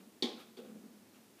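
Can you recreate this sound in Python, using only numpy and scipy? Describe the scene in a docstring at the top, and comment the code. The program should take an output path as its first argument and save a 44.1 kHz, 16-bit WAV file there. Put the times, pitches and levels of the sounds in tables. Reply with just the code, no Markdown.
"""Chess piece on a wall board

In a small room, a flat magnetic piece snaps onto a demonstration board hanging on the wall.
Ringing modes and coloured noise make the piece click and the panel thud, with echoes and a room tail.
Fingers slide off as swells of noise, and the released board knocks softly back.
The player shifts away in dull low bumps and faint rustle, over room tone and microphone hiss."""
import sys
import numpy as np
from scipy import signal
from scipy.fft import rfft, irfft
from scipy.io import wavfile

SR = 44100
rng = np.random.default_rng(int(sys.argv[2]) if len(sys.argv) > 2 else 0)


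def master_out(mix):
    """Clip the mix to full scale and print it as 16-bit PCM to the path in sys.argv[1]."""
    frames = np.transpose(np.atleast_2d(mix))
    ceiling = np.clip(frames, -1, 1)
    pcm = np.round(ceiling * 32767).astype(np.int16)
    wavfile.write(sys.argv[1], SR, pcm)


N = 61739
TIME = np.arange(N) / SR


def from_db(db):
    """Decibels to amplitude gain."""
    return 10 ** (np.asarray(db) / 20)


def at_hz(points, hz):
    """Read a table along a log-frequency axis, holding its end values."""
    knots, values = np.transpose(points)
    return np.interp(np.log(np.maximum(hz, 1)), np.log(knots), values)


def decay(t60_s):
    """Exponential envelope that loses 60 dB in t60_s."""
    return np.exp(-np.log(1000) * TIME / max(t60_s, 1e-3))


def swell(time_constant_s):
    """Envelope that rises smoothly from silence towards one."""
    return 1 - np.exp(-TIME / time_constant_s)


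def noise(colour):
    """Random-phase noise of a given colour and rms 1, falling away below its lowest point."""
    hz = np.arange(N // 2 + 1) * SR / N
    low_rolloff = np.minimum(hz / colour[0][0], 1) ** 2
    gain = from_db(at_hz(colour, hz)) * low_rolloff
    random_phase = np.exp(2j * np.pi * rng.random(len(hz)))
    x = irfft(gain * random_phase, N)
    return x / x.std()


def delayed(x, delay_s):
    """The same sound, starting delay_s later."""
    silence = np.zeros(int(max(delay_s, 0) * SR))
    return np.concatenate([silence, x])[:N]


def filtered(x, order, corner_hz, kind):
    """Butterworth filter, low-pass or high-pass."""
    return signal.sosfilt(signal.butter(order, corner_hz, kind, fs=SR, output="sos"), x)


def ring(modes):
    """Struck modes: decaying sines of alternating sign."""
    total = np.zeros(N)
    for k, (hz, db, t60_s) in enumerate(modes):
        sign = (-1) ** k
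        total += sign * from_db(db) * decay(t60_s) * np.sin(2 * np.pi * hz * TIME)
    return total


# Steady tone of the small room at the microphone. Each row: frequency in Hz, relative level in dB.
ROOM_TONE_COLOUR = [(25, -1), (60, -12), (86, -37), (98, -7), (125, -18.5), (165, -9), (215, 0.5),
                    (310, -4), (500, -11.5), (800, -16.5), (1500, -27), (3000, -30), (8000, -42)]
# Hiss of the microphone itself. Each row: frequency in Hz, relative level in dB.
HISS_COLOUR = [(100, 6.5), (2000, 0), (5000, -1.5), (10000, -3), (15000, -5)]
ROOM_TONE_DB, HISS_DB = -64, -66.5  # rms


def background():
    """Low room tone and microphone hiss, both steady coloured noise."""
    room_tone = from_db(ROOM_TONE_DB) * noise(ROOM_TONE_COLOUR)
    hiss = from_db(HISS_DB) * noise(HISS_COLOUR)
    return room_tone + hiss


# Dull bumps as the player shifts his weight. Each row: start in seconds, peak envelope in dB.
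BUMPS = [(0.0, -55.5), (0.634, -53.5), (.68, -53.5), (0.743, -51.5), (0.826, -54), (.925, -60),
         (1.13, -64.5)]
# Their mostly low spectrum in the room. Each row: frequency in Hz, relative level in dB.
BUMP_COLOUR = [(145, -47), (178, -5.5), (215, 6.5), (290, -7.5), (480, -13), (620, -20), (820, -26.5),
               (1500, -30.5), (4000, -47.5)]
BUMP_ATTACK_S, BUMP_T60_S = 0.0062, 0.44  # attack is a time constant


def bumps():
    """Low noise whose bump envelopes rise fast, linger and overlap by adding their powers."""
    shape = swell(BUMP_ATTACK_S) * decay(BUMP_T60_S)
    shape = shape / shape.max()
    power = sum(delayed(from_db(db) * shape, start_s) ** 2 for start_s, db in BUMPS)
    return noise(BUMP_COLOUR) * np.sqrt(power)


# Brushes of fingers and sleeve.
# Each row: centre in seconds, width (standard deviation) in seconds, peak envelope in dB.
BRUSHES = [(.008, 0.0067, -66.5), (0.403, 0.023, -58), (.47, 0.024, -69.5), (0.586, 0.013, -62),
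           (0.658, 0.052, -68.5), (1.163, 0.022, -67.5), (1.395, 0.01, -64)]
# Sound of sliding skin and cloth. Each row: frequency in Hz, relative level in dB.
BRUSH_COLOUR = [(200, -5), (500, -3), (900, -4.5), (1400, 3.5), (1900, -10.5), (2400, 0.5), (4000, -8.5),
                (7000, -15), (14000, -16.5)]


def brushes():
    """Skin and cloth slide: coloured noise in short, soft, bell-shaped swells."""
    envelope = np.zeros(N)
    for centre_s, width_s, db in BRUSHES:
        envelope += from_db(db) * np.exp(-0.5 * ((TIME - centre_s) / width_s) ** 2)
    return noise(BRUSH_COLOUR) * envelope


# Reverberation time of the small room. Each row: frequency in Hz, time to lose 60 dB in seconds.
ROOM_T60 = [(200, 0.63), (500, .55), (1500, 0.46), (3500, 0.61), (6000, 0.3), (14000, .35)]


def room_tail(colour, build_s):
    """Diffuse reverberation: noise that builds up, then dies at each band's own rate."""
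    spectrum = rfft(noise(colour))
    hz = np.arange(N // 2 + 1) * SR / N
    centres_hz = np.geomspace(125, 16000, 8)
    tail = np.zeros(N)
    for centre_hz in centres_hz:
        # Neighbouring bands crossfade, so their weights always sum to one.
        band_weight = at_hz(np.c_[centres_hz, centres_hz == centre_hz], hz)
        band = irfft(spectrum * band_weight, N)
        tail += band * decay(at_hz(ROOM_T60, centre_hz))
    return tail * swell(build_s)


# Near reflections in the room.
# Each row: delay in seconds, click level in dB, thud level in dB, both relative to the direct sound.
ECHOES = [(.0104, -19, -32), (0.0161, -13, -1.5), (0.0333, -12, -12.5)]


def with_echoes(direct, level_column):
    """Add near reflections, plain delayed copies at the levels of one column."""
    return direct + sum(from_db(row[level_column]) * delayed(direct, row[0]) for row in ECHOES)


# First, heavily damped flexing of the panel.
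# Each row: frequency in Hz, level in dB, time to lose 60 dB in seconds.
FLEX_MODES = [(254.3, -29.5, 0.079), (399, -25.5, 0.04)]
# Longer ringing of the panel. Each row: frequency in Hz, level in dB, time to lose 60 dB in seconds.
PANEL_MODES = [(223.4, -55, 1), (233.2, -43, 0.63), (307.3, -47, 0.49), (360, -43.5, 0.54),
               (418.7, -44.5, 0.4), (472.3, -46.5, 0.32), (498, -49, 0.55), (770.6, -44, 0.52),
               (842, -39.5, 0.51), (1064, -47, 0.41)]
# Thud as the room returns it. Each row: frequency in Hz, relative level in dB.
THUD_ROOM_COLOUR = [(150, -39), (210, 1.5), (330, -7.5), (490, -3.5), (620, -13), (800, -4.5), (1080, -10),
                    (1400, -27), (2000, -42)]
THUD_ROOM_DB = -38.5
MISSED_Q = 2.15  # sharpness of the gap around the missed pitch


def panel_thud(swell_s, low_hz, high_hz, missed_hz):
    """The panel flexes and booms; each blow sets the swell, the band excited and a gap in it."""
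    flex = with_echoes(ring(FLEX_MODES), level_column=2)
    room = from_db(THUD_ROOM_DB) * room_tail(THUD_ROOM_COLOUR, build_s=0.012)
    thud = (flex + ring(PANEL_MODES) + room) * swell(swell_s)
    thud = filtered(thud, 2, low_hz, "high")
    thud = signal.lfilter(*signal.iirnotch(missed_hz, MISSED_Q, fs=SR), thud)
    return filtered(thud, 6, high_hz, "low")


# First hard crack of a contact.
# Each row: frequency in Hz, level in dB, time to lose 60 dB in seconds.
CRACK_MODES = [(3365, -26, 0.021), (3830, -31, 0.012), (4490, -31.5, 0.023)]
# Ringing of the piece. Each row: frequency in Hz, level in dB, time to lose 60 dB in seconds.
PIECE_MODES = [(1866, -51.5, 0.2), (2243, -51.5, .3), (2320, -50, 0.15), (3084, -49, 0.34),
               (3310, -46, 0.3), (3330, -46.5, 0.39), (3572, -41, 0.16), (3523, -41.5, 0.24),
               (3680, -37.5, 0.13), (4060, -52, 0.084), (4493, -39, 0.11)]
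# Dense, quickly damped modes of piece and panel. Each row: frequency in Hz, relative level in dB.
CLICK_COLOUR = [(1000, -30), (1600, -26), (2250, -13), (2800, -11), (3400, -0.5), (4500, -1), (6000, -13),
                (8000, -23), (15000, -32)]
# Click as the room returns it. Each row: frequency in Hz, relative level in dB.
CLICK_ROOM_COLOUR = [(1080, -9), (1350, -17), (1700, -12.5), (2300, -6.5), (2800, -11.5), (3500, 0),
                     (4600, -6), (6000, -13.5), (8000, -19.5), (15000, -32.5)]
CLICK_DB, CLICK_T60_S, CLICK_ROOM_DB = -35, 0.11, -41


def piece_click():
    """The piece cracks against the board: brief modes, ringing and decaying noise for dense modes."""
    crack = ring(CRACK_MODES) * (1 - decay(0.003))  # softened onset
    crack = with_echoes(crack, level_column=1)
    dense_modes = from_db(CLICK_DB) * noise(CLICK_COLOUR) * decay(CLICK_T60_S)
    room = from_db(CLICK_ROOM_DB) * room_tail(CLICK_ROOM_COLOUR, build_s=0.0027)
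    return crack + ring(PIECE_MODES) + dense_modes + room


# The snap onto the wall board, then the soft knock back.
# Each row: start in seconds, gain of the piece's click in dB, gain of the panel's thud in dB,
# time constant of the thud's swell in seconds, then lowest, highest and missed pitch of the panel in Hz.
CONTACTS = [(0.2237, 0, -0.5, 0.00085, 137, 2970, 912), (0.5704, -26, -4.5, 0.0054, 331, 551, 298)]


def contacts():
    """Each contact sounds piece and panel together."""
    total = np.zeros(N)
    for start_s, click_db, thud_db, *blow in CONTACTS:
        click = from_db(click_db) * piece_click()
        thud = from_db(thud_db) * panel_thud(*blow)
        total += delayed(click + thud, start_s)
    return total


def scene():
    """Everything in the small room at one microphone, as a single channel."""
    return (background() + bumps() + brushes() + contacts())[None]


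CUTOFF_HZ = 15350


def record(dry):
    """The recorder thins the deep bass and cuts the top steeply."""
    thin = filtered(dry, 4, 90, "high")
    top_cut = signal.ellip(12, 0.1, 70, CUTOFF_HZ, fs=SR, output="sos")
    return signal.sosfilt(top_cut, thin)


dry = scene()
out = record(dry)
master_out(out)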